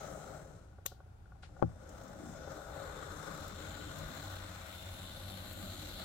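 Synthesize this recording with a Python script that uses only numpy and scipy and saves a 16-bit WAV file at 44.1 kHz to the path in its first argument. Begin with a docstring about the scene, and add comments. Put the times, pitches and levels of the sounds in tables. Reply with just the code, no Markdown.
"""Model locomotive on a tabletop

A small locomotive rolls to a halt on a cork-covered table. Soft knocks, a switch click and a heavy thump
follow, then it sets off again past a hand-held phone. Wheels shake the board, tick over joints and hiss
on the rails; gears whine, the three-pole motor hums and its brushes rasp in the shell, in a quiet room."""
import sys
import numpy as np
from scipy import signal
from scipy.fft import rfft, irfft
from scipy.io import wavfile
from scipy.ndimage import uniform_filter1d

SR = 44100
rng = np.random.default_rng(int(sys.argv[2]) if len(sys.argv) > 2 else 0)


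def wrap_up_sound(samples):
    """Save the sound to the file named by the first command line argument, as 16-bit audio."""
    columns = np.atleast_2d(samples).T
    # keep every value between -1 and 1, then stretch to whole-number steps
    tamed = np.clip(columns, -1, 1)
    steps = np.round(tamed * 32767).astype(np.int16)
    wavfile.write(sys.argv[1], SR, steps)


N = 266364
T = np.arange(N) / SR

# resonances of the rails and wheel flanges: f/Hz, width/Hz, nose-on level/dB, side-on level/dB
RAIL_MODES = [(5330, 1000, -0.5, -14.5), (6510, 600, 0.5, -9.5), (7210, 600, 5.5, -4),
              (8270, 1900, -3, -10)]
FLANGE_MODES = [(10040, 440, -15, 4), (11060, 800, -0.5, 2), (12570, 1200, 2, 0), (15200, 2800, 0.5, -4.5)]


def undb(db):
    """Decibels to gain."""
    return 10 ** (np.asarray(db) / 20)


def unit(x):
    """Scale to rms 1."""
    return x / np.sqrt(np.mean(x ** 2))


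def curve(points):
    """Automation lane through (time, value) points."""
    return np.interp(T, *np.transpose(points))


def pan(db):
    """Stereo gains with the left db louder than the right."""
    return undb(db * np.array([[.5], [-.5]]))


def walk(rate_hz):
    """Smooth random drift: held steps, slewed twice; rms 1."""
    hold = int(SR / rate_hz)
    steps = np.repeat(rng.standard_normal(N // hold + 1), hold)
    return unit(uniform_filter1d(uniform_filter1d(steps, hold), hold)[:N])


def add(out, start, sound, pan_db=0., lag_ms=0.):
    """Mix in a short mono sound; it reaches the right channel lag_ms later."""
    for ch, gain in enumerate(pan(pan_db)):
        i = int((start + ch * lag_ms / 1000) * SR)
        out[ch, i:i + len(sound)] += gain * sound[:N - i]


def stereo_noise(grain, pan_db, coherence, lag_ms):
    """Noise textured by grain: a shared part, lag_ms later on the left, plus a diffuse part."""
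    shared, left, right = rng.standard_normal((3, N)) * grain
    delay = np.exp(-2j * np.pi * np.fft.rfftfreq(N, 1 / SR) * lag_ms / 1000)
    direct = np.array([irfft(rfft(shared) * delay, N), shared])
    return (np.sqrt(coherence) * direct + np.sqrt(1 - coherence) * np.array([left, right])) * pan(pan_db)


def resonate(x, modes, side=0., wander_db=0.):
    """Bank of steep resonances; side morphs their levels from nose-on (0) to side-on (1)."""
    out = 0
    for k, (hz, width, nose_db, side_db) in enumerate(modes):
        b, a = signal.iirpeak(hz, hz / (1.55 * width), fs=SR)
        db = nose_db + side * (side_db - nose_db)
        if wander_db:
            db = db + wander_db * (walk(11) + np.array([walk(2.5), walk(2.5)]))
        out = out + (-1) ** k * undb(db) * signal.lfilter(b, a, signal.lfilter(b, a, x))
    return out


def ring(modes, detune=0.):
    """Decaying modes of a struck body, each swelling over its first cycle; peak 1."""
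    t = T[:SR // 2]
    tuning = 1 + detune * rng.standard_normal(len(modes))
    y = sum(undb(db - 60 * t / t60) * (1 - np.exp(-hz * t)) * np.sin(2 * np.pi * hz * tune * t)
            for (hz, db, t60), tune in zip(modes, tuning))
    return y / np.abs(y).max()


def strike(modes, contact_s, detune):
    """Modes driven by a short, crumbling contact; peak 1."""
    t = T[:int(contact_s * SR)]
    crumbs = np.abs(rng.standard_normal(len(t))) * rng.choice([-1, 1, 1], len(t))
    force = crumbs * np.sin(np.pi * np.sqrt(t / contact_s))
    force = np.convolve(force, np.hanning(SR // 3000))  # soft fingers and cork dull the top
    y = signal.fftconvolve(ring(modes, detune), force)
    return y / np.abs(y).max()


def rolling(brush_gate):
    """Gritty rolling and rubbing noise excites the board, roadbed, shell, rails and flanges."""
    # resonances of each part: f/Hz, width/Hz, nose-on level/dB, side-on level/dB
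    board_bass = [(148.6, 27.5, 5.5, -3.5), (197.7, 21, -3, -1.5), (244, 42.5, -7, -3),
                  (302.1, 18.5, 2.5, -6.5), (355.6, 35, -8, -5.5)]
    board_middle = [(416, 58, -0.5, -25.5), (538.6, 46, 5, 0.5), (638, 64, -4, 3.5), (800, 105, -4.5, -2)]
    roadbed = [(984, 360, -8, -14), (1230, 350, -2.5, -8), (1300, 73, 5, -3), (1446.5, 93, 1.5, -6),
               (1923, 630, -14.5, -10.5)]
    shell = [(2110, 440, -4, 8.2), (3116, 730, -5.5, 13.2), (4072, 520, -0.5, 17.6)]
    parts = [board_bass, board_middle, roadbed, shell, RAIL_MODES, FLANGE_MODES]
    # fader of each part: base gain/dB, effort slope/(dB/dB), boost when near/dB, boost side-on/dB
    faders = [(-53.5, 0.6, -1, -2.5), (-49, 1.29, -5, -3.5), (-53.5, 1.3, -0.3, -4.5),
              (-67.5, 1.25, 9, 4.5), (-62.5, 1.27, 2, -0.5), (-73, 1.64, 4.5, 12.5)]
    # stereo image of each part: pan/dB, coherence/0-1, left lag/ms
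    images = [(4, 0.88, -0.39), (9.5, 0.69, -0.056), (8, 0.27, -0.054), (5.5, 0.21, 0.195),
              (8, 0.18, 0.104), (10, 0, -0.101)]
    # rolling effort, 0 at full pace: t/s, level/dB
    effort = [(0, 0.5), (.3, -2.5), (.55, -8), (.74, -20), (.9, -50.5), (1.58, -12.5), (1.78, -10.5),
              (1.95, -4.5), (2.3, -2), (2.75, -1), (3.7, 0), (4.7, -1), (5.1, -1.5), (5.55, -0.5),
              (6.04, .5)]
    # how far the flank has turned to the phone: t/s, side-on/0-1
    heading = [(2.5, 0.15), (3.5, 0.1), (4.3, 0.33), (5.1, 0.64)]
    # swells on top of the effort: t/s, board bass/dB, roadbed growl/dB, shell rasp/dB
    surges = [(2.1, -0.5, -1, -1), (2.25, 5.5, -0.5, -2), (2.65, -3.5, -0.5, 0.5), (2.9, 0, 4.5, 3),
              (3.37, 1, 1.5, -2.5), (3.698, 3.5, 0.5, 0), (4.18, 2.5, 2.5, -1), (4.75, -4.5, 0, -1),
              (5.45, 2, -1, 0), (6.04, 2.5, -1, 1.5)]
    times, *lanes = np.transpose(surges)
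    bass, growl, rasp = (np.interp(T, times, lane) for lane in lanes)
    swells = [bass, 0, growl, rasp, 0, 0]
    effort_db, side = curve(effort), curve(heading)
    near = curve([(2.84, 0), (3.46, 1)])
    jolt_db = .64 * walk(14)  # uneven track shakes every part at once
    grit = undb(1.23 * walk(300))
    grains = [grit, grit, grit, grit * brush_gate, grit, grit]
    out = 0
    for modes, fader, grain, image, swell_db in zip(parts, faders, grains, images, swells):
        base_db, slope, near_db, side_db = fader
        sound = resonate(stereo_noise(grain, *image), modes, side, wander_db=1.6)
        running_rms = np.sqrt(uniform_filter1d(sound.mean(axis=0) ** 2, size=SR))
        db = base_db + swell_db + slope * effort_db + near_db * near + side_db * side + jolt_db
        out = out + sound / running_rms * undb(db)
    return out * pan(-4 * side)  # the image slides right as the flank comes round


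def curve_hiss(width_hz=650):
    """Wheels bear on the curve: narrow bands of hiss that glide upward."""
    # wheel hisses: t/s, length/s, start f/Hz, end f/Hz, level/dB, pan/dB
    glides = [(0, .5, 7300, 8100, -72, 9), (4.6, 1.3, 10700, 11600, -72, -6)]
    lowpass = signal.butter(2, width_hz / 2, fs=SR, output="sos")
    out = np.zeros((2, N))
    for start, length, from_hz, to_hz, db, pan_db in glides:
        progress = T[:int(length * SR)] / length
        flutter = signal.sosfilt(lowpass, rng.standard_normal((2, len(progress))))
        phase = 2 * np.pi * np.cumsum(from_hz + (to_hz - from_hz) * progress) / SR
        hiss = unit(flutter[0] * np.cos(phase) + flutter[1] * np.sin(phase))
        add(out, start, undb(db) * hiss * np.sin(np.pi * progress), pan_db)
    return out


def room_tone(air_db=-57.5, mains_hz=58.4, mains_db=-64.5):
    """Still air, wavering mains hum and a low rumble through the table."""
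    # spectrum of the air: f/Hz, relative level/dB
    air_spectrum = [(13, -41), (22, -22.5), (97, -5.5), (121, -13), (247, -30), (806, -37), (1790, -45.5),
                    (2700, -50.5), (7400, -56), (9000, -58), (15700, -66)]
    # swell of the table rumble: t/s, level/dB
    rumble_level = [(0.44, -64.5), (3.6, -53), (4.75, -56.5), (6.04, -53.5)]
    f = np.fft.rfftfreq(N, 1 / SR) + 1
    hz, db = np.transpose(air_spectrum)
    mid, side = rfft(rng.standard_normal((2, N))) * undb(np.interp(np.log(f), np.log(hz), db))
    side = side * np.clip(f / 500, .15, 1)  # nearly mono in the bass
    lean = undb(np.clip(np.log2(f / 300), 0, 4.3))  # brighter on the left
    table_ring = 1 + 2 / (1 + ((f - 1420) / 90) ** 2) + 1.9 / (1 + ((f - 760) / 70) ** 2)
    air = irfft(table_ring * np.array([(mid + side) * lean, (mid - side) / lean]), N)
    air = air / np.std(air.mean(axis=0)) * undb(air_db)
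    rumble_modes = [(34.4, 17, -8.5, -3), (63.4, 18.3, -19.5, 0), (80.3, 14.2, -6.5, -2.5)]
    rumble = unit(resonate(rng.standard_normal(N), rumble_modes)) * undb(curve(rumble_level))
    mains = undb(mains_db + 4.9 * walk(3.53)) * np.sin(2 * np.pi * mains_hz * T)
    return air + (rumble + mains) * pan(1.2)


def table_knocks():
    """Soft finger knocks ring the cork-covered board, each with its own brightness."""
    # knocks: t/s, peak level/dB, pan/dB, tilt about 700 Hz/(dB/octave)
    knocks = [(0.726, -60, 4, -8), (0.783, -49, 3, -7), (0.856, -40.5, 1, -0.5), (0.917, -47, 4, -2.5),
              (1.001, -49, 3, 2.5), (1.061, -58, 0, -7), (1.256, -57.5, 7, 6), (1.319, -51, 7, 0),
              (1.353, -59.5, 14, 0), (1.432, -46.5, 3, 4), (1.49, -55, 3, -2), (1.564, -48.5, 5, 0),
              (1.591, -48, -9, -2), (1.617, -39, 10, -2), (2.474, -42, 15, -7)]
    # modes of the lightly struck board: f/Hz, level/dB, t60/s
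    board_modes = [(430, -8, .035), (560, -3, .04), (760, 0, .045), (1150, -4, .03), (1420, -2, .035)]
    out = np.zeros((2, N))
    for start, peak_db, pan_db, tilt in knocks:
        modes = [(hz, db + tilt * np.log2(hz / 700), t60) for hz, db, t60 in board_modes]
        add(out, start, undb(peak_db) * strike(modes, contact_s=.002, detune=.02), pan_db)
    return out


def switch_click(snap_s=.8618, creep_s=.03, level_db=-44.5):
    """The lever creeps, snaps and bounces once; the room answers with a faint, duller tail."""
    # ring of the switch: f/Hz, width/Hz, level/dB
    switch_modes = [(2390, 4000, -11.5), (3680, 470, -2), (6500, 1150, -1.5), (8800, 460, -11),
                    (10230, 170, 0.5), (13880, 650, 5.5)]
    t = T[:SR // 4] - creep_s
    creep = undb(-16 + 60 * t / .015)
    snap = undb(-60 * t / .004)
    bounce = undb(-12 - 60 * abs(t - .0028) / .006)
    settle = undb(-17 - 60 * t / .04)
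    chatter = rng.standard_normal((2, len(t))) * np.where(t < 0, creep, snap + bounce + settle)
    tail = rng.standard_normal((2, len(t))) * (t > 0) * undb(-24 - 60 * t / .24)
    out = np.zeros((2, N))
    for ch, (far_db, tilt) in enumerate([(0, 0), (-11, -4)]):  # softer and darker on the right
        modes = [(hz, width, db + tilt * np.log2(hz / 4000), 0) for hz, width, db in switch_modes]
        dull = [(hz, 2.5 * width, db - 4 - 8 * np.log2(hz / 4000), 0) for hz, width, db, _ in modes[1:]]
        click = unit(resonate(chatter[ch], modes) + resonate(tail[ch], dull))
        out[ch, int((snap_s - creep_s) * SR):][:len(t)] += undb(level_db + far_db) * click
    return out


def scuffs():
    """Brief rubs: bands of friction noise with a soft attack and a quick decay."""
    # rubs: t/s, t60/s, level/dB, top f/Hz
    rubs = [(1.424, 0.15, -51.5, 4800), (1.42, 0.28, -63, 9000)]
    out = np.zeros((2, N))
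    for start, t60, db, top_hz in rubs:
        t = T[:int(t60 * SR)]
        band = signal.butter(5, [1000, top_hz], "band", fs=SR, output="sos")
        rub = unit(signal.sosfilt(band, rng.standard_normal((2, len(t)))))
        out[:, int(start * SR):][:, :len(t)] += rub * undb(db - 60 * t / t60) * np.tanh(t / .012)
    return out * pan(6)


def gear_whine(hz=3570, width_hz=110):
    """The gears sing a narrow, rough, flickering note once the current returns."""
    # swell of the whine: t/s, level/dB
    whine_level = [(1.5, -98), (1.76, -86), (2.2, -77.5), (2.75, -70.5), (3.7, -65.5), (4.4, -66.5),
                   (5.35, -60), (5.45, -72), (6.04, -62)]
    noise = stereo_noise(grain=1, pan_db=5.8, coherence=.19, lag_ms=0)
    note = resonate(noise, [(hz, width_hz, 0, 0)])
    return note / np.std(note.mean(axis=0)) * undb(curve(whine_level) + 1.3 * walk(12))


def thump(start=1.6253, push_s=.0011, push_db=-6, body_db=-19, crack_db=-52, rattle_db=-29):
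    """One heavy blow by the left microphone: a pressure pulse, a boom, a dry crack and rattling track."""
    # modes rung by the blow: f/Hz, level/dB, t60/s
    modes = [(78.2, -10.5, 0.3), (114.6, -4.5, 0.2), (169, -8.5, 0.2), (243, -6, .08), (332, 0.5, 0.07),
             (506, 3, .045), (774, 0, 0.045), (1080, 4, 0.02), (1420, -1, 0.035)]
    out = np.zeros((2, N))
    push = np.hanning(int(push_s * SR))
    out[0, int(start * SR):][:len(push)] -= undb(push_db) * push  # the pulse hits the left only
    body = undb(body_db) * np.convolve(ring(modes), push / push.sum())
    boom = signal.sosfilt(signal.butter(2, 130, fs=SR, output="sos"), body)
    add(out, start, boom, pan_db=2, lag_ms=.2)
    add(out, start, body - boom, pan_db=9, lag_ms=1)
    t = T[:SR // 20]
    crack = uniform_filter1d(rng.standard_normal(len(t)), size=4)
    add(out, start, undb(crack_db - 60 * t / .036) * crack, pan_db=6)
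    for ch in range(2):
        rattle = strike(modes[2:], contact_s=.006, detune=.08)
        out[ch, int((start + .002) * SR):][:len(rattle)] += undb(rattle_db) * rattle
    return out


def joint_ticks():
    """Wheels tick over rail joints, ringing the rails and flanges."""
    # joint hits: t/s, gain/dB, flange ring against rail ring/dB
    joints = [(1.8902, -50.5, -14), (2.0337, -54, -20), (2.081, -56, -21.5), (3.4788, -48, -3),
              (3.9844, -49, -3), (5.527, -52, 6)]
    t = T[:SR // 40]
    envelope = undb(-60 * t / .045) * np.tanh(t / .00038)
    out = np.zeros((2, N))
    for start, db, flange_db in joints:
        burst = rng.standard_normal((2, len(t))) * envelope
        tick = resonate(burst[0], RAIL_MODES) + undb(flange_db) * resonate(burst[1], FLANGE_MODES)
        add(out, start, undb(db) * tick, pan_db=6)
    return out


def motor(brush_depth=.35, fade_s=.11):
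    """The armature hums and its brushes spark three times a turn; returns the hum and the rasp's gate."""
    # armature run: t/s, rotation f/Hz, hum level/dB
    run = [(3.4, 94.0, -56), (4.25, 97, -52), (4.52, 90, -50), (5.169, 93.7, -56.5), (5.31, 93.5, -49.5),
           (6.0, 95.3, -50.5)]
    # hum partials: multiple of the rotation, level/dB
    partials = [(1, -1.5), (2, -14)]
    # brush spark at each commutator gap: level/dB
    gap_db = [0, -11, -13]
    times, hz, hum_db = np.transpose(run)
    turns = np.cumsum(np.interp(T, times, hz) * (1 + .008 * walk(25))) / SR
    gap = (3 * turns).astype(int) % 3
    spark = undb(gap_db)[gap] * np.exp(-(3 * turns % 1) / .7)
    fade_in = np.clip((T - times[0]) / fade_s, 0, 1)
    depth = fade_in * brush_depth
    hum = sum(undb(db + 3.6 * walk(8.3)) * np.sqrt(2) * np.sin(2 * np.pi * k * turns)
              for k, db in partials)
    hum = hum * fade_in * undb(np.interp(T, times, hum_db))
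    return hum * pan(1), 1 - depth + depth * unit(spark)


def scene():
    """The train and the handling noises over the room tone."""
    hum, brush_gate = motor()
    train = hum + rolling(brush_gate) + joint_ticks() + gear_whine() + curve_hiss()
    handling = table_knocks() + thump() + switch_click() + scuffs()
    return train + handling + room_tone()


def record(dry):
    """The phone cuts the top steeply at 15.8 kHz."""
    return signal.sosfilt(signal.ellip(10, .2, 80, 15800, fs=SR, output="sos"), dry)


dry = scene()
out = record(dry)
wrap_up_sound(out)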